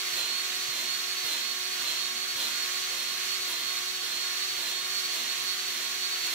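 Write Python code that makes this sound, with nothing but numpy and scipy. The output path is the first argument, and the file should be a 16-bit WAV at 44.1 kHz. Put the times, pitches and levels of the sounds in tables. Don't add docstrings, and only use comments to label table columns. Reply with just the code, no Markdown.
import sys
import numpy as np
from scipy import signal
from scipy.fft import rfft, irfft, next_fast_len
from scipy.io import wavfile
from scipy.ndimage import uniform_filter1d, map_coordinates

SR = 44100
rng = np.random.default_rng(int(sys.argv[2]) if len(sys.argv) > 2 else 0)


def invert_db(x):
    u = np.asarray(x, float) / 20
    return 10 ** u


def output_pcm(signal):
    pcm = np.clip(np.atleast_2d(signal).T, -1, 1) * 32767
    wavfile.write(sys.argv[1], SR, np.round(pcm).astype(np.int16))


N = 279594
LEAD = SR * 3 // 4
M = N + LEAD
FIRST_S, CRANK_S = -.333, .5553

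# (effort [0-1], lateness [s], valve thump [dB], hose groan [dB], groan length [s])
PLUNGER_STROKES = [(1, 0, -52, -64, .3), (1, 0, -49, -61, .33), (1, 0, -44, -57, .22),
                   (1, -.003, -48, -63, .35), (.95, 0, -53, -58, .62), (1, -.002, -48, -60, .2),
                   (.65, .008, -59, -60, .33), (.88, .004, -54, -65, .3), (.8, .01, -54, -67, .2),
                   (.95, -.002, -51, -68, .2), (.75, -.01, -55, -54.5, .2), (.67, -.004, -51, -59, .3),
                   (.88, .004, -50, -62, .3)]
# (frequency [Hz], density [dB per Hz])
WHIR_SPECTRUM = [(150, -33), (330, -22.5), (700, -17.5), (1020, -17), (1150, -8), (2000, -8), (3600, -5),
                 (4400, -4), (4700, -10), (5800, -6.5), (7200, -9), (8700, -16.5), (10500, -16),
                 (15800, -18)]


def along(points, hz):
    f, v = np.transpose(points)
    return np.interp(np.log(hz + 1), np.log(f + 1), v)


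def unit(x):
    return x / np.sqrt(np.mean(x ** 2) + 1e-20)


def wobble(rate):
    coarse = np.arange(0, M + 32, 32)
    knots = rng.standard_normal(int(M * rate / SR) + 4)
    return np.interp(np.arange(M), coarse, map_coordinates(knots, [coarse * rate / SR]))


def filtered(x, response):
    m = next_fast_len(x.shape[-1] + 8192)
    spectrum = rfft(x, m) * response(np.fft.rfftfreq(m, 1 / SR))
    return irfft(spectrum, m)[..., :x.shape[-1]]


def noise(spectrum, channels=1):
    white = rng.standard_normal((channels, M))
    return unit(filtered(white, lambda hz: invert_db(along(spectrum, hz))))


def paired(two):
    # (frequency [Hz], left-right correlation [-1 to 1])
    likeness = [(60, 0.7), (180, 0.8), (550, 0.1), (1650, 0.05), (4970, -0.05), (15000, 0)]

    def mid_and_side(hz):
        angle = np.arccos(np.clip(along(likeness, hz), -1, 1)) / 2
        return np.array([np.cos(angle), np.sin(angle)])

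    mid, side = filtered(two, mid_and_side)
    return np.array([mid + side, mid - side])


def shop(rumble_db):
    # (frequency [Hz], density [dB per Hz])
    rumble = [(12, -55), (20, -10), (119, 1), (177, -3), (227, 4), (315, -3), (330, -28), (430, 10.5),
              (730, -120)]
    # (frequency [Hz], level [dB rms])
    lamps = [(119, -75.5), (241, -73)]
    t = np.arange(M) / SR
    hum = np.zeros(M)
    for hz, db in lamps:
        swell = invert_db(db + 1.5 + 3.5 * wobble(7))
        hum += swell * np.sin(2 * np.pi * hz * t + 0.96 * wobble(8.8))
    return hum + invert_db(rumble_db) * paired(noise(rumble, channels=2))


def hall():
    # (frequency [Hz], t60 [s])
    decay = [(150, 1), (1000, 0.27), (4000, 0.52), (12000, 0.05)]
    hz, t, z = signal.stft(rng.standard_normal((2, SR)), SR, nperseg=256)
    fading = z * invert_db(-60 * t / along(decay, hz)[:, None])
    tail = paired(signal.istft(fading, SR, nperseg=256)[1])
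    bins = np.fft.rfftfreq(len(tail[0]), 1 / SR)
    each = np.sqrt(along(decay, 1000) / along(decay, bins))
    tail = irfft(rfft(tail) * each, len(tail[0]))
    return np.pad(tail / np.linalg.norm(tail[0]), ((0, 0), (300, 0)))


def heard(x, direct_db, hall_db, tail):
    # (frequency [Hz], direct sound [dB])
    screen = [(300, 12.5), (1200, -9.5), (2000, 7), (4500, -3), (13000, -3.5)]
    wall_s, wall_db = .092, [[-4], [-8]]
    wall_hz = 2500

    def path(hz):
        slap = invert_db(wall_db) * np.exp(-2j * np.pi * hz * wall_s) / (1 + (wall_hz / (hz + 1)) ** 4)
        arrival = np.exp(np.outer([-1, 1], 1.03 * 2j * np.pi * hz / SR))
        return invert_db(along(screen, hz)) * (1 + slap) * arrival

    reverb = signal.fftconvolve(x, tail, axes=1)[:, :M]
    return invert_db(direct_db) * filtered(x, path) + invert_db(hall_db) * reverb


def hose():
    t = (np.arange(M) - LEAD) / SR
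    swell = np.zeros(M)
    for k, (*_, db, length_s) in enumerate(PLUNGER_STROKES):
        since = t - FIRST_S - k * CRANK_S + .09
        swell += invert_db(db) * np.sin(np.pi * np.clip(since / length_s, 0, 1))
    return invert_db(-1 + 1.3 * wobble(12)) * swell * np.sin(2 * np.pi * 239.6 * t + 0.67 * wobble(14))


def valve(hz, t60):
    out = np.zeros(M + SR)
    t = np.arange(SR // 10) / SR
    for k, (_, _, db, *_) in enumerate(PLUNGER_STROKES):
        puff = .3 * invert_db(-60 * t / .012) * uniform_filter1d(rng.standard_normal(len(t)), 20)
        thump = invert_db(-60 * t / t60) * np.sin(2 * np.pi * hz * t)
        start = LEAD + round((FIRST_S + k * CRANK_S - .09) * SR)
        out[start:][:len(t)] += invert_db(db) * (thump + puff)
    return out[:M]


def plunger():
    drag_hz, sink_s, rebound_s = 16.8, .102, .095
    dwell_s = .005
    creep_hz, creep_s = 6.6, .37
    bite_s = .11
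    attack_s, hold_s, release_s = .036, .055, .17
    t = (np.arange(M) - LEAD) / SR
    lost_hz, load = np.zeros(M), np.zeros(M)
    ease = lambda u: np.sin(np.pi / 2 * np.clip(u, 0, 1)) ** 2
    for k, (effort, late_s, *_) in enumerate(PLUNGER_STROKES):
        s = (t - FIRST_S - k * CRANK_S - late_s) * effort ** .35
        sink = ease(1 + (s + dwell_s) / sink_s)
        rebound = drag_hz * ease(1 - (s - dwell_s) / rebound_s)
        creep = creep_hz * np.clip(1 - s / creep_s, 0, 1)
        lost_hz += effort * sink * (rebound + creep)
        bite = s + bite_s
        load += effort * ease(bite / attack_s) * ease(1 - (bite - attack_s - hold_s) / release_s)
    return lost_hz, load


def gears(turns, load, whir_db, grind_db, beat, sway_db):
    # (frequency [Hz], density [dB per Hz])
    grind = [(100, -27), (190, -31), (240, -22), (290, -15.5), (520, -9), (900, -7.5), (1500, -7.5),
             (2200, -12), (3500, 4), (5000, -9.5), (8000, -10.5), (12000, -12), (15800, -12)]
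    pulse = 1 + beat * np.cos(2 * np.pi * turns)
    whir = invert_db(whir_db + sway_db * wobble(6)) * pulse * noise(WHIR_SPECTRUM)
    return whir + invert_db(grind_db + 1.7 * wobble(30)) * load * noise(grind)


def whine(turns, lost_hz, flutter_db, jitter, fray):
    # (multiple of shaft speed, level [dB], left-right [dB], gain at the slowest moment [dB])
    orders = [(1, -69, 4, 0), (2, -59, -1, -1), (3, -46.5, 0, -4), (3.35, -59, -2, 0), (5, -60, -2, -1),
              (6, -57.5, -2, -1), (7, -60, -4, -1), (8, -53, -4, -2), (9, -49, -2, -3), (9.26, -56, 0, 3),
              (10.28, -52, -6, 6), (10.98, -56, -5, 4), (12, -43, -6, 10), (13, -56, -2, -3),
              (15, -57, -3, -3), (16, -53, -9, -3), (18, -54, -6, -3), (21, -59, 0, -3), (24, -58, -3, -3),
              (25, -59, -1, -4), (33, -60, 2, -3), (36, -51, 0, -4), (37, -66, -2, -3), (42, -68, -3, -3)]
    # (frequency
    # [Hz], width [Hz], left [dB], right [dB], left lead [rad])
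    resonances = [(353, 14, -4, 4, .3), (366.3, 5, 2, -3, .5), (730, 6, -9, 2, 0), (737, 5, 2, -20, 0),
                  (1101, 9, -20, 9, 0), (1103, 15, 8, -20, 0), (3240, 30, 2, -9, 0), (3270, 20, -3, 2, 0),
                  (3308, 20, 2, 5, 4), (3750, 25, -20, 6, 0), (3788, 16, 4, 6, -1.3), (5845, 45, -20, 1, 0),
                  (4150, 70, -20, -8, 0), (4320, 40, 2, -20, 0), (4362, 30, -20, 8, 0), (4405, 8, -20, 9, 0),
                (4418, 15, 16, -20, 2.8), (4420, 9, -20, 6, 0), (8790, 60, 3, 4, 2.5),
                (9195, 60, 5, 4, 3.5), (13110, 120, 7, -3, .9)]
    out = np.zeros((2, M))
    sag = np.sqrt(np.abs(lost_hz) / 23)
    for k, db, pan_db, sag_db in orders:
        flutter = flutter_db * np.log(1 + k) * (wobble(5.4) + (1 + sag ** 2) * wobble(45))
        size = invert_db(db + 1 + sag_db * sag + flutter)
        shake = jitter * np.sqrt(k) * (1 + fray * sag ** 2) * wobble(70)
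        tone = size * np.sin(2 * np.pi * (k * turns + rng.random()) + shake)
        out += invert_db([[pan_db / 2], [-pan_db / 2]]) * tone

    def shell(f):
        total = 1
        for c, w, left_db, right_db, lead in resonances:
            sides = invert_db([[left_db], [right_db]]) * np.exp([[1j * lead], [0]])
            total = total + sides * 1j * f * w / (c * c - f * f + 1j * f * w)
        return total

    return filtered(out, shell)


def scene():
    # (time [s], speed [Hz])
    shaft = [(0, 368.5), (3, 368.2), (4.5, 368.6), (6.3, 369.2)]
    # (frequency [Hz], left-right [dB])
    lean = [(60, -5), (300, 1), (500, -1.5), (900, -3), (1400, -5), (3000, -2.5), (4700, -5), (5800, -6.5),
            (7000, -5.5), (7800, -4.5), (9300, 1.5), (10500, -1.5), (12500, 3), (15000, -6)]
    lost_hz, load = plunger()
    free_hz = np.interp((np.arange(M) - LEAD) / SR, *np.transpose(shaft))
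    turns = np.cumsum(free_hz - lost_hz + 0.15 * wobble(12)) / SR
    tail = hall()
    tones = heard(whine(turns, lost_hz, flutter_db=.3, jitter=.025, fray=3), -2, -17, tail)
    rough = gears(turns, load, whir_db=-33.5, grind_db=-34, beat=0.06, sway_db=1.14)
    rough = heard(rough + valve(120, t60=0.046), -9.5, -2.4, tail)
    rough = rough + invert_db(-39) * paired(noise(WHIR_SPECTRUM, channels=2))

    def shade(hz):
        low_cut = 1 + (95 / (hz + 1)) ** 3
        return invert_db(np.outer([.5, -.5], along(lean, hz))) / low_cut

    return (tones + filtered(rough, shade) + hose() + shop(rumble_db=-66.5))[:, LEAD:]


def low_pass(x):
    return signal.sosfilt(signal.butter(12, 17070, fs=SR, output="sos"), x)


def record(dry):
    mix = filtered(dry, lambda hz: hz < 15730)
    return low_pass(mix)


dry = scene()
out = record(dry)
output_pcm(out)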